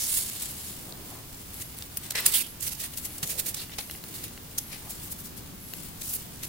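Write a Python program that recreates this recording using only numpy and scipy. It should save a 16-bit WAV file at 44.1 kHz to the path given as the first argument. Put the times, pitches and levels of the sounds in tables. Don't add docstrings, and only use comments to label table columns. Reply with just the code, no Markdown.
import sys
import numpy as np
from scipy import signal
from scipy.fft import rfft, irfft, next_fast_len
from scipy.io import wavfile
from scipy.ndimage import uniform_filter1d

SR = 44100
rng = np.random.default_rng(int(sys.argv[2]) if len(sys.argv) > 2 else 0)


def generate_wav(sig):
    pcm = np.round(np.clip(np.atleast_2d(sig).T, -1, 1) * 32767).astype(np.int16)
    wavfile.write(sys.argv[1], SR, pcm)


N = 285768

# (frequency [Hz], level [dB])
SHEATH = [(40, -74), (400, -25.5), (1500, -17), (2400, -13.5), (3150, -8.5), (4000, -5.5), (5000, -4),
          (8000, 0.5), (10500, 2), (16000, -0.5)]


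def braid(speed, glove_db, slow_tilt_db, fast_tilt_db):
    # (frequency [Hz], level [dB])
    glove_tone = [(60, -35), (150, -25), (450, -8), (900, -10), (1400, -9.5), (1950, -1.5), (2550, -1.5),
                  (3200, -2.5), (4300, -1.5), (6000, -8.5), (16000, -54)]
    grip = undb(2.5 * walk(len(speed), rate=170)) * speed ** 0.85
    fine = echoes(slips(speed, rate=10000, spread_db=4.8, shared=0.2), t60=.012, wet_db=-7.5)
    hiss = (1 - speed) * colour(fine, SHEATH, slow_tilt_db) + speed * colour(fine, SHEATH, fast_tilt_db)
    coarse = echoes(slips(speed, rate=2500, spread_db=5.0, shared=0.2), t60=.025, wet_db=-3.5)
    rub = colour(coarse, glove_tone)
    return (unit(hiss * grip) + undb(glove_db) * unit(rub * grip)) * rms(speed)


def draws(stop_db_per_s=397):
    # (time [s], level [dB])
    first_draw = [(0.0, -32), (0.168, -28.5), (0.316, -39.5), (0.416, -38), (0.42, -34.5), (0.56, -45.5),
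                  (0.664, -41), (0.83, -49.5), (0.88, -58)]
    quick_draw = [(2.28, -25), (2.31, -33), (2.362, -23), (2.416, -29.5), (2.434, -43), (2.5, -50)]
    last_draw = [(6.015, -43), (6.123, -34), (6.133, -30.5), (6.161, -30), (6.171, -43.5), (6.2, -48)]
    # (effort curve, gain [dB], slow tilt [dB/octave], fast tilt [dB/octave], glove over hiss [dB])
    pulls = [(first_draw, 3.26, -3.5, .8, -19),
             (quick_draw, 3.8, -1.9, 2.5, -15),
             (last_draw, 4.9, 0, 8, -23)]
    out = np.zeros((2, N))
    for curve, gain_db, slow_tilt_db, fast_tilt_db, glove_db in pulls:
        times, effort_db = np.transpose(curve)
        start, end = times[0], times[-1]
        t = start - .1 + np.arange(next_fast_len(int((end - start + .2) * SR))) / SR
        db = np.interp(t, times, effort_db) - stop_db_per_s * np.abs(t - t.clip(start, end))
        speed = undb(db - db.max())
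        add(out, t[0], undb(db.max() + gain_db) * braid(speed, glove_db, slow_tilt_db, fast_tilt_db))
    return out


def stroke(s, rise, fall, db, glove_db, tilt_db):
    t = np.arange(next_fast_len(int(3 * (rise + fall) * SR))) / SR - 3 * rise
    speed = np.exp(-np.abs(t / np.where(t < 0, rise, fall)) ** 1.26)
    return s + t[0], undb(db) * braid(speed, glove_db, tilt_db, tilt_db)


def rubs(rise_s=.016):
    # (peak time [s], fall [s], level [dB], glove over hiss [dB])
    slides = [(.505, .02, -38, -19), (.655, 0.058, -42, -11), (1.62, 0.0084, -31, -13.5),
              (2.04, 0.063, -41, -5), (2.266, .03, -27.5, -6), (2.633, 0.032, -28, -17.5),
              (2.677, 0.017, -25, -13.5), (2.717, 0.053, -33, -12.5), (2.812, .012, -29.5, -12),
              (2.84, .028, -31, -8.5), (2.944, 0.011, -42, -5), (2.985, .015, -33.5, -14),
              (3.056, 0.01, -28.5, -17.5), (3.265, 0.027, -32.5, -17), (3.303, 0.042, -28, -12.5),
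              (3.393, .018, -25.5, -10.5), (3.476, 0.026, -26.5, -13.5), (3.573, 0.017, -33.5, -9.5),
              (3.603, 0.042, -36, -5.5), (3.735, 0.012, -56, 15), (3.807, 0.027, -37, -5),
              (4.155, .04, -37.5, -11), (4.242, 0.042, -38.5, -7.5), (4.731, 0.034, -41.5, 1),
              (4.903, 0.063, -35, -19), (5.04, 0.043, -39, -20), (5.123, 0.011, -29.5, -29),
              (5.202, 0.015, -37, -22), (5.255, 0.031, -38.5, -18), (5.38, 0.022, -40, -14),
              (6.435, 0.038, -33.5, -10)]
    out = np.zeros((2, N))
    for s, fall, db, glove_db in slides:
        add(out, *stroke(s, rise_s, fall, db, glove_db, tilt_db=-2.5 - 0.19 * glove_db))
    return out


def tugs(rise_s=.0035):
    # (peak time [s], fall [s], level [dB], glove over hiss [dB])
    jerks = [(2.156, .053, -29, 1.5), (3.23, .014, -24.5, -10.5), (3.786, .011, -30, -1)]
    out = np.zeros((2, N))
    for s, fall, db, glove_db in jerks:
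        add(out, *stroke(s, rise_s, fall, db, glove_db, tilt_db=-4))
    return out


def snags(rise_s=.0037, fall_s=.0056):
    # (peak time [s], level [dB], tilt [dB/octave])
    catches = [(.425, -25.5, 7), (1.974, -21.5, 6.5), (2.108, -24, -2.5), (2.12, -32.5, -4),
               (2.204, -25, 7), (2.264, -9.5, 2.5), (2.609, -30, 0), (2.975, -27.5, 0), (3.183, -32.5, 0),
               (3.397, -20.5, 5), (3.491, -26, 3), (3.545, -26.5, -2), (4.585, -20, -1.8),
               (6.02, -32.5, -4.5), (6.137, -26, 7)]
    out = np.zeros((2, N))
    for s, db, tilt_db in catches:
        add(out, *stroke(s, rise_s, fall_s, db, glove_db=-20.5, tilt_db=tilt_db))
    return out


def feeding(uneven_db=2.7):
    # (time [s], level [dB])
    effort = [(.85, -47), (1.3, -46.5), (1.8, -45), (2.55, -49.5), (3.13, -42.5), (3.7, -48), (3.97, -42),
              (4.4, -51), (4.62, -42.5), (5.06, -47), (5.52, -59), (5.76, -43), (5.95, -51), (6.48, -48)]
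    size = next_fast_len(N)
    db = np.interp(np.arange(size) / SR, *np.transpose(effort)) + uneven_db * walk(size, rate=18)
    speed = undb(db - db.max())
    return undb(db.max()) * braid(speed, glove_db=-11, slow_tilt_db=3.5, fast_tilt_db=3.5)[:, :N]


def zips():
    # (peak time [s], half length [s], level [dB], pitch [Hz])
    runs = [(.035, .04, -35.5, 5970), (.145, 0.086, -31.5, 9700), (.35, 0.23, -57.5, 3000),
            (2.174, .02, -34, 1930), (2.264, 0.0024, -17, 8260), (2.358, 0.019, -30.5, 3260),
            (2.402, .014, -36.5, 2630), (2.45, 0.019, -43.5, 3120), (3.598, 0.02, -40.5, 4100),
            (4.585, 0.0047, -27.5, 6200)]
    return swells(runs, width=0.31, rate=9000, trim_db=0.5)


def ticks(ring_t60=0.0078, body_db=-7):
    # (time [s], peak level [dB], pitch [Hz], left minus right [dB])
    snaps = [(0.2977, -20, 11100, 1), (0.923, -25.5, 4000, 0), (1.5414, -23, 11400, 7),
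             (1.7863, -22, 10300, -3), (1.8228, -19.5, 3600, 2), (1.9709, -14, 11300, 3),
             (2.2623, -5, 8100, 1), (3.91, -17.5, 12000, 6), (4.0382, -20, 15300, 7),
             (4.239, -18, 12400, 1), (5.7357, -13, 15200, 5), (6.1335, -20, 14600, 0.5)]
    out = np.zeros((2, N))
    for s, db, hz, pan_db in snaps:
        click = echoes(signal.unit_impulse(2048), ring_t60, wet_db=6)
        body = undb(body_db) * resonate(click, hz=5100, width_hz=3500)
        tick = resonate(click, hz, 0.25 * hz) + body
        add(out, s + 0.0011, tick / np.abs(tick).max() * undb(db), pan_db)
    return out


def knocks():
    # (time [s], level [dB], contact time [s])
    strikes = [(1.822, -40, 0.000079), (2.155, -34.5, 0.0014), (3.231, -27, 0.004), (3.696, -41, 0.00019),
               (3.786, -33, 0.00048), (3.898, -33.5, 0.00016), (3.951, -39.5, 0.00021),
               (4.039, -37, 0.000093), (4.377, -37.5, 0.00012), (5.736, -35.5, 0.00011)]
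    # (frequency [Hz], level [dB], t60 [s])
    modes = [(147, -1, 0.082), (472, -3, .05), (829, -2, 0.06), (1730, -8, 0.015), (2040, 0, .014),
             (2820, 2, 0.011), (4140, -3, 0.014), (6040, -6, .01)]
    out, t = np.zeros((2, N)), np.arange(SR // 4) / SR
    for s, db, contact in strikes:
        for hz, mode_db, t60 in modes:
            push = np.exp(-np.log(2 * hz * contact) ** 2)
            ring = np.sin(2 * np.pi * hz * t) * np.exp(-np.log(1000) * t / t60)
            add(out, s, ring[None] * push * undb(db + mode_db))
    return out


def arms():
    # (peak time [s], half length [s], level [dB], centre [Hz])
    moves = [(.95, .2, -54, 305), (.92, 0.068, -54.5, 800), (1.14, 0.082, -53, 786),
             (2.25, .09, -49.5, 1040), (2.3, .13, -54, 330), (3.33, .16, -53, 478), (4.2, .2, -54, 288),
             (4.87, .045, -53.5, 790), (5.379, 0.15, -54, 266), (5.8, 0.87, -53.5, 180)]
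    return swells(moves, width=0.76, rate=2000, trim_db=2.5)


def fidget(db=-57.5):
    activity = undb(2.9 * walk(N, rate=20))
    crackle = slips(activity, rate=200, spread_db=8, shared=.6) * activity
    return undb(db) * colour(echoes(crackle, t60=.005, wet_db=3), SHEATH, tilt_db=-4)


def workshop(level_db=-44, wide_hz=400):
    # (frequency [Hz], level [dB])
    room_tone = [(20, -6), (50, -2), (90, 0), (160, -3), (300, -8), (500, -17), (1000, -19.5), (2000, -23),
                 (4000, -23), (7000, -24.5), (12000, -24), (16000, -25)]
    # (centre [Hz], width [Hz], level [dB])
    whine = [(13650, 110, -60.5), (15200, 110, -55)]
    mid, side = rng.standard_normal((2, N))
    f = freqs(side)
    side = irfft(rfft(side) * (f / np.hypot(f, wide_hz)) ** 1.24, N)
    air = colour(np.array([mid + side, mid - side]), room_tone)
    air *= undb(level_db + .5 * walk(N, rate=8.4))
    for hz, width_hz, db in whine:
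        air += undb(db) * unit(resonate(rng.standard_normal((2, N)), hz, width_hz))
    return air


def chirps(hz=11280, width_hz=620, db=-49):
    # (start [s], end [s])
    spans = [(.5, .74), (1.53, 1.72), (2.4, 2.55), (2.97, 3.16), (3.82, 3.99), (4.58, 4.76), (5.6, 5.78),
             (6.44, 6.48)]
    t = np.arange(N) / SR
    gate = sum(1. * ((t > start) & (t < end)) for start, end in spans)
    singing = uniform_filter1d(gate, size=900)
    rasp = slips(singing.clip(0), rate=7300, spread_db=4, shared=0.33)
    rasp = resonate(resonate(rasp, hz, width_hz), hz, width_hz)
    return unit(rasp) * np.sqrt(np.mean(singing)) * singing * undb(db + 2 * walk(N, rate=100))


def swells(table, width, rate, trim_db):
    out = np.zeros((2, N))
    for s, half_length, db, hz in table:
        t = np.arange(next_fast_len(int(5 * half_length * SR), real=True)) / SR - 2.5 * half_length
        speed = np.exp(-(t / half_length) ** 2)
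        brush = slips(speed, rate, spread_db=4, shared=0.44)
        brush = resonate(resonate(brush, hz, width * hz), hz, width * hz) * speed ** 0.51
        add(out, s + t[0], unit(brush) * rms(speed) * undb(db + trim_db))
    return out


def slips(speed, rate, spread_db, shared):
    shape = (3, len(speed))
    happens = rng.random(shape) < rate * np.sqrt(speed) / SR
    signs = rng.choice([-1, 1], shape)
    clicks = happens * signs * undb(spread_db * np.clip(rng.standard_normal(shape), -2, 2))
    return np.sqrt(shared) * clicks[2] + np.sqrt(1 - shared) * clicks[:2]


def at_hand(x):
    # (time [s], left minus right [dB])
    hand_path = [(0, -2.5), (.16, -4), (.45, -1), (2.15, 0.5), (2.27, -0.5), (2.4, -5.5), (2.7, -6),
                 (2.95, 1.5), (3.24, 1.5), (3.39, -5), (3.6, -2), (3.8, 1.5), (4.2, -2), (4.65, 2),
                 (5.1, .5), (5.7, 8), (6.15, 0.5)]
    pan_db = np.interp(np.arange(N) / SR, *np.transpose(hand_path))
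    gains = undb(np.array([pan_db, -pan_db]) / 2)
    return x * gains / np.sqrt(np.mean(gains ** 2, axis=0))


def echoes(x, t60, wet_db):
    t = np.arange(int(t60 * SR) + 2) / SR
    response = rng.standard_normal((2, len(t))) * np.exp(-np.log(1000) * t / t60)
    response *= undb(wet_db) / np.sqrt(np.sum(response ** 2, axis=1, keepdims=True))
    response[:, 0] += 1
    return signal.fftconvolve(np.atleast_2d(x), response, axes=1)[:, :x.shape[-1]]


def colour(x, points, tilt_db=0):
    hz, db = np.transpose(points)
    octave = np.log2(freqs(x))
    gain_db = np.interp(octave, np.log2(hz), db) + tilt_db * np.maximum(octave, np.log2(600))
    return unit(irfft(rfft(x) * undb(gain_db), x.shape[-1]))


def resonate(x, hz, width_hz):
    f = freqs(x)
    return irfft(rfft(x) / (1 + 1j * (f * f - hz * hz) / (f * width_hz)), x.shape[-1])


def walk(size, rate):
    steps = np.arange(size) * rate / SR
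    knots = rng.standard_normal(int(steps[-1]) + 2)
    return np.interp(steps, np.arange(len(knots)), knots)


def add(out, s, x, pan_db=0):
    i = int(s * SR)
    a, b = max(i, 0), min(i + x.shape[1], N)
    out[:, a:b] += x[:, a - i:b - i] * unit(undb(np.array([[pan_db], [-pan_db]]) / 2))


def freqs(x):
    return np.maximum(np.fft.rfftfreq(x.shape[-1], 1 / SR), 1)


def undb(db):
    return 10 ** (np.asarray(db) / 20)


def rms(x):
    return np.sqrt(np.mean(x ** 2))


def unit(x):
    return x / rms(x)


def scene():
    cord = at_hand(draws() + rubs() + tugs() + snags() + feeding() + zips())
    handling = cord + ticks() + knocks() + arms() + fidget()
    return echoes(handling, t60=0.19, wet_db=-15.5) + workshop() + chirps()


def record(dry):
    top_hz = 15800
    return signal.sosfilt(signal.ellip(10, .1, 70, top_hz, fs=SR, output="sos"), dry)


dry = scene()
out = record(dry)
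generate_wav(out)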